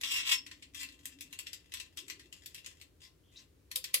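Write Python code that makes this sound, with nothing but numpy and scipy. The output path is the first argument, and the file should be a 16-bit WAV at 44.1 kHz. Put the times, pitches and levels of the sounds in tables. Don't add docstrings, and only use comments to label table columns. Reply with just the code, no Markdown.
import sys
import numpy as np
from scipy import signal
from scipy.fft import rfft, irfft
from scipy.io import wavfile
from scipy.ndimage import uniform_filter1d

SR = 44100
rng = np.random.default_rng(int(sys.argv[2]) if len(sys.argv) > 2 else 0)


def transcribe(u):
    v = np.clip(np.atleast_2d(u).T, -1, 1)
    q = np.round(v * 32767).astype(np.int16)
    wavfile.write(sys.argv[1], SR, q)


N = 176400


def amp(db):
    return 10 ** (np.asarray(db) / 20)


def unit(x):
    return x / np.sqrt(np.mean(x ** 2) + 1e-20)


def read(points, hz):
    f, value = np.transpose(points)
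    return np.interp(np.log(hz + 1), np.log(f + 1), value)


def add(mix, s, sound):
    part = mix[..., max(round(s * SR), 0):][..., :sound.shape[-1]]
    part += sound[..., :part.shape[-1]]


def arch(length_s):
    return np.sin(np.linspace(0, np.pi, max(int(length_s * SR), 8))).clip(0) ** 0.18


def wavering_tone(hz, width_hz):
    offset = np.fft.fftfreq(len(hz), 1 / SR)
    phases = np.exp(2j * np.pi * rng.random(len(hz)))
    drift = np.fft.ifft(phases / (1 + (2 * offset / width_hz) ** 4))
    return unit((drift * np.exp(2j * np.pi * np.cumsum(hz) / SR)).real)


def bursts(table):
    out = np.zeros(N)
    for s, length, hz, width, db in table:
        shape = arch(length)
        add(out, s, amp(db) * shape * wavering_tone(np.full(len(shape), hz), width))
    return out


# frequency in Hz, relative density in dB.
NOISE_SPECTRUM = [(30, -25), (52, -1), (86, 1), (115, -9), (160, -7), (210, -16), (290, -9), (370, -11),
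                  (520, -18), (750, -27), (3000, -30), (15500, -36)]
# frequency in Hz, correlation from 0 to 1.
NOISE_CORRELATION = [(60, 1), (900, 0.11)]
# time in seconds, level in dB.
HUM_ENVELOPE = [(.45, -71), (1.28, -65), (1.45, -85)]


def background(noise_db=-66, hum_hz=281.3):
    hz = np.fft.rfftfreq(N, 1 / SR)
    left, independent = rfft(rng.standard_normal((2, N)))
    same = read(NOISE_CORRELATION, hz)
    right = same * left + np.sqrt(1 - same ** 2) * independent
    noise = unit(irfft(np.array([left, right]) * amp(read(NOISE_SPECTRUM, hz)), N))
    hum_db = np.interp(np.arange(N) / SR, *np.transpose(HUM_ENVELOPE))
    return amp(noise_db) * noise + amp(hum_db) * wavering_tone(np.full(N, hum_hz), width_hz=53)


def clatter(attack_s=.0016, t60_s=.088, crack_s=.0015, coherent_share=.17, far_ear_s=.00013):
    t = np.arange(SR // 8) / SR
    ring, crack = rng.standard_normal((2, 3, len(t))) * np.minimum(t / attack_s, 1)
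    hit = unit(ring * amp(-60 * t / t60_s)) + amp(-2.5) * unit(crack * np.exp(-t / crack_s))
    left, right = np.sqrt(coherent_share) * hit[2] + np.sqrt(1 - coherent_share) * hit[:2]
    return unit(np.array([left, np.roll(right, round(far_ear_s * SR))])) / np.sqrt(len(t))


# frequency in Hz, relative level in dB, 60 dB decay time in seconds.
HOUSING_MODES = [(522, -6, 0.29), (1038, 1, 0.14), (1812, -0.5, 0.1), (1975, 2, 0.066), (2680, -2, 0.078)]


def housing(drive, detune=.025, gain_db=-15):
    t = np.arange(SR // 4) / SR
    ring = np.zeros((2, len(t)))
    for hz, db, t60 in HOUSING_MODES:
        hz *= 1 + detune * rng.uniform(-.96, 1)
        ring += amp(db - 60 * t / t60) * np.sin(2 * np.pi * (hz * t + rng.random((2, 1))))
    return convolve(drive, amp(gain_db) * unit(ring) / np.sqrt(len(t)))


def convolve(x, response):
    return signal.fftconvolve(np.atleast_2d(x), np.atleast_2d(response), axes=1)[:, :x.shape[-1]]


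# frequency in Hz, left over right in dB.
LEFT_BIAS = [(400, 2.5), (1300, 1.5), (2400, 3.5), (7500, 8.5), (10000, -1), (14000, 1.5)]


def colour(x, spectrum):
    hz = abs(np.fft.fftfreq(2048, 1 / SR))
    log_gain = np.log(amp(read(spectrum, hz) + np.outer([.5, -.5], read(LEFT_BIAS, hz))))
    response = np.exp(np.conj(signal.hilbert(log_gain)))
    taps = np.fft.ifft(response).real[:, :len(hz) // 2]
    return convolve(x, taps / np.sqrt((taps ** 2).sum(1).mean()))


def brighten(x, db, corner_hz=8000):
    hz = np.fft.rfftfreq(x.shape[-1], 1 / SR)
    treble = irfft(rfft(x) / (1 + (corner_hz / (hz + 1)) ** 4), x.shape[-1])
    return x + (amp(db) - 1) * treble


def shifting_grip(x, depth_db, patch_hz=500, patch_s=.05):
    hz, t, spectra = signal.stft(x, SR, nperseg=256)
    field = rng.standard_normal(spectra.shape[1:])
    for axis, size in enumerate([patch_hz / hz[1], patch_s / t[1]]):
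        field = uniform_filter1d(field, round(size), axis)
    gain = unit(amp(depth_db * unit(np.tanh(unit(field)))))
    return signal.istft(spectra * gain, SR, nperseg=256)[1][:, :N]


def impacts(table, gain_db, ring_db, scuff_db, rebound_db, scuff_s=.011, gap_s=.006):
    out = np.zeros((2, N))
    ramp = np.linspace(0, 1, round(scuff_s * SR))
    impulse = signal.unit_impulse(SR // 4)
    for s, db, treble_db in table:
        add(out, s - scuff_s, amp(db + gain_db + scuff_db) * ramp * rng.standard_normal((2, len(ramp))))
        gaps = gap_s * (.5 + rng.random(3))
        ring = amp(ring_db - .26 * treble_db)
        for k, at in enumerate(s + np.cumsum(gaps) - gaps[0]):
            size = amp(db + gain_db + k * rebound_db) * np.sqrt(.0067 * SR)
            add(out, at, size * brighten(clatter(), treble_db))
            add(out, at, size * ring * housing(impulse))
    return out


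# frequency in Hz, relative gain in dB.
CORD_SPECTRUM = [(380, -24), (520, -21), (800, -28.5), (1050, -17), (1350, -14), (1900, -5), (2700, 2.5),
                 (4500, -2.5), (6400, -4.5), (8100, -3), (9200, -9.5), (12500, -6.5), (15500, -21.5)]
# start in seconds, relative level in dB, treble gain in dB.
RIB_CATCHES = [(.012, -42.5, -0.5), (.034, -39, -4), (.464, -46.5, -9.5), (.513, -47, -11),
               (.624, -50.5, -14), (.746, -49.5, 5.5), (.831, -43.5, 2.5), (.888, -52.5, -12),
               (1.055, -43, 6), (1.208, -46.5, 7.5), (1.327, -47, 0), (1.389, -43, 6.5),
               (1.468, -44.5, -3.5), (1.531, -42.5, -0.5), (1.720, -49, -2), (1.738, -39.5, 3),
               (1.771, -47, -8), (1.799, -41, -3.5), (1.972, -43.5, 2), (2.081, -51.5, 3),
               (2.099, -40.5, -5), (2.195, -52, -7), (2.326, -49.5, -0.5), (2.459, -48.5, 9),
               (2.545, -47, 3.5), (2.580, -52, -20), (2.645, -52.5, -14), (2.661, -45.5, 0.5),
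               (2.711, -59.5, -27), (2.813, -52.5, 0.5)]


def ticks():
    return colour(impacts(RIB_CATCHES, gain_db=3.5, ring_db=3, scuff_db=-19, rebound_db=-8), CORD_SPECTRUM)


def ribs(per_s, jitter=.35, spread_db=4, rub_share=.26, surge_db=1.5, surge_s=.0076):
    wander, size, rub, grip = rng.standard_normal((4, len(per_s)))
    passed = np.cumsum(per_s * np.exp(jitter * unit(uniform_filter1d(wander, 150)))) / SR
    taps = np.diff(np.floor(passed), prepend=0) * amp(spread_db * np.clip(size, -2, 1)) / np.sqrt(per_s)
    surge = amp(surge_db * unit(uniform_filter1d(grip, round(surge_s * SR))))
    return unit((unit(taps) + rub_share * rub) * surge)


# time in seconds, centre frequency in Hz.
WHIR_GLIDE = [(.055, 3600), (.16, 2670), (.26, 2160), (.33, 2350)]


def whir(rasp, t, width_hz=890):
    hz = np.interp(t, *np.transpose(WHIR_GLIDE))
    carrier = np.exp(2j * np.pi * np.cumsum(hz) / SR)
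    pole = np.exp(-np.pi * width_hz / SR)
    baseband = signal.lfilter([(1 - pole) ** 2], [1, -2 * pole, pole ** 2], rasp / carrier)
    return 2 * (carrier * baseband).real


# time in seconds, relative level in dB, treble gain in dB.
PULL_ENVELOPE = [(.034, -38, -9), (.058, -36, -5.5), (.071, -42.5, -4.5), (.1, -41.5, -6), (.11, -34, 2),
                 (.13, -38, -2), (.19, -35.5, -5.5), (.228, -44.5, -24), (.262, -39, -7.5),
                 (.312, -28.5, -3.5), (.338, -33, -4), (0.374, -56, -9.5)]


def long_pull(ribs_per_s=380, reference_db=-34.5, doubling_db=14, release_s=.0059):
    s, db, treble_db = np.transpose(PULL_ENVELOPE)
    t = np.arange(SR // 2 + SR // 4) / SR
    level_db = np.interp(t, s, db)
    gate = (t > s[0]) * np.exp(-np.maximum(t - s[-1], 0) / release_s)
    rate = ribs_per_s * 2 ** ((level_db - reference_db) / doubling_db)
    drive = ribs(rate) * amp(level_db + 3.5) * gate
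    rasp = convolve(brighten(drive, np.interp(t, s, treble_db), corner_hz=6550), clatter())
    out = np.zeros((2, N))
    add(out, 0, colour(rasp + amp(-8) * whir(rasp, t) + amp(-1) * housing(drive), CORD_SPECTRUM))
    return out


# start in seconds, length in seconds, frequency in Hz, bandwidth in Hz, level in dB.
CORD_SLIPS = [(0.069, 0.14, 5390, 380, -46.5), (.33, .028, 5420, 240, -37), (.377, 0.027, 5350, 200, -45.5),
              (3.03, 0.049, 4990, 930, -63), (3.235, 0.18, 3250, 714, -76),
              (3.358, 0.025, 3880, 493, -54.5), (3.365, 0.042, 5400, 2680, -59)]


def squeals():
    return bursts(CORD_SLIPS) * amp([[2], [-2]])


def fidget(start_s=.47, end_s=2.8, per_s=70, spread_db=6, level_db=-68.5):
    t = np.arange(N) / SR
    hits = rng.random(N) < per_s / SR
    sizes = amp(spread_db * np.clip(rng.standard_normal(N), -2, 2))
    return amp(level_db) * unit(hits * sizes) * (t > start_s) * (t < end_s)


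# start in seconds, length in seconds, relative level in dB.
CORD_SLIDES = [(.742, .051, -46.5), (0.789, .04, -42), (1.973, 0.024, -45), (2.555, 0.04, -58),
               (2.672, 0.044, -59.5), (3, .08, -58), (3.31, .12, -64), (3.871, 0.029, -55.5)]


def scrapes(ribs_per_s=220, treble_db=-4):
    drive = fidget()
    for s, length, db in CORD_SLIDES:
        shape = arch(length)
        add(drive, s, amp(db) * shape * ribs(np.full(len(shape), ribs_per_s)))
    drive = brighten(drive, treble_db)
    return colour(convolve(drive, clatter()) + 2 * housing(drive), CORD_SPECTRUM)


# start in seconds, length in seconds, frequency in Hz, bandwidth in Hz, level in dB.
HAND_RUBS = [(1.96, .32, 340.6, 145, -66.5)]


def hand_rub():
    return bursts(HAND_RUBS)


# frequency in Hz, relative gain in dB.
CLICK_SPECTRUM = [(380, -26), (520, -10), (800, -30), (1050, -13), (1400, -18), (1900, -4.5), (2600, 1),
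                  (4500, 0.5), (6400, -4.5), (8000, -2), (9800, -5.5), (12300, -1.5), (15500, -15)]
# start in seconds, relative level in dB, treble gain in dB.
HOUSING_CLICKS = [(3.714, -41.5, 0), (3.758, -32, 6.5), (3.841, -35, -2), (3.9415, -24.5, 7)]


def clicks():
    hits = impacts(HOUSING_CLICKS, gain_db=1.5, ring_db=0, scuff_db=-24.5, rebound_db=-13)
    return colour(hits, CLICK_SPECTRUM)


# frequency in Hz, reverberation time in seconds.
ROOM_DECAY = [(500, 0.25), (4000, 0.23), (12000, 0.15)]


def room(x, build_s=.0043):
    hz, t, spectra = signal.stft(rng.standard_normal((2, SR // 2)), SR, nperseg=256)
    tail = signal.istft(spectra * amp(-60 * t / read(ROOM_DECAY, hz)[:, None]), SR, nperseg=256)[1]
    tail *= np.minimum(np.arange(tail.shape[1]) / SR / build_s, 1)
    return convolve(x, tail / np.linalg.norm(tail[0]))


def scene():
    rasp = shifting_grip(long_pull(), depth_db=1)
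    cord = shifting_grip(ticks() + scrapes(), depth_db=3) + squeals()
    clicking = shifting_grip(clicks(), depth_db=3)
    reverberation = amp(-6.5) * room(amp(-6.5) * rasp + cord + amp(-2.5) * clicking)
    quiet_layer = (background() + hand_rub()) * amp([[1], [-1]])
    return rasp + cord + clicking + reverberation + quiet_layer


def record(dry, cutoff_hz=15900):
    taps = signal.firwin(255, cutoff_hz, window=("kaiser", 8), fs=SR)
    return signal.oaconvolve(dry, taps[None], "same")


dry = scene()
out = record(dry)
transcribe(out)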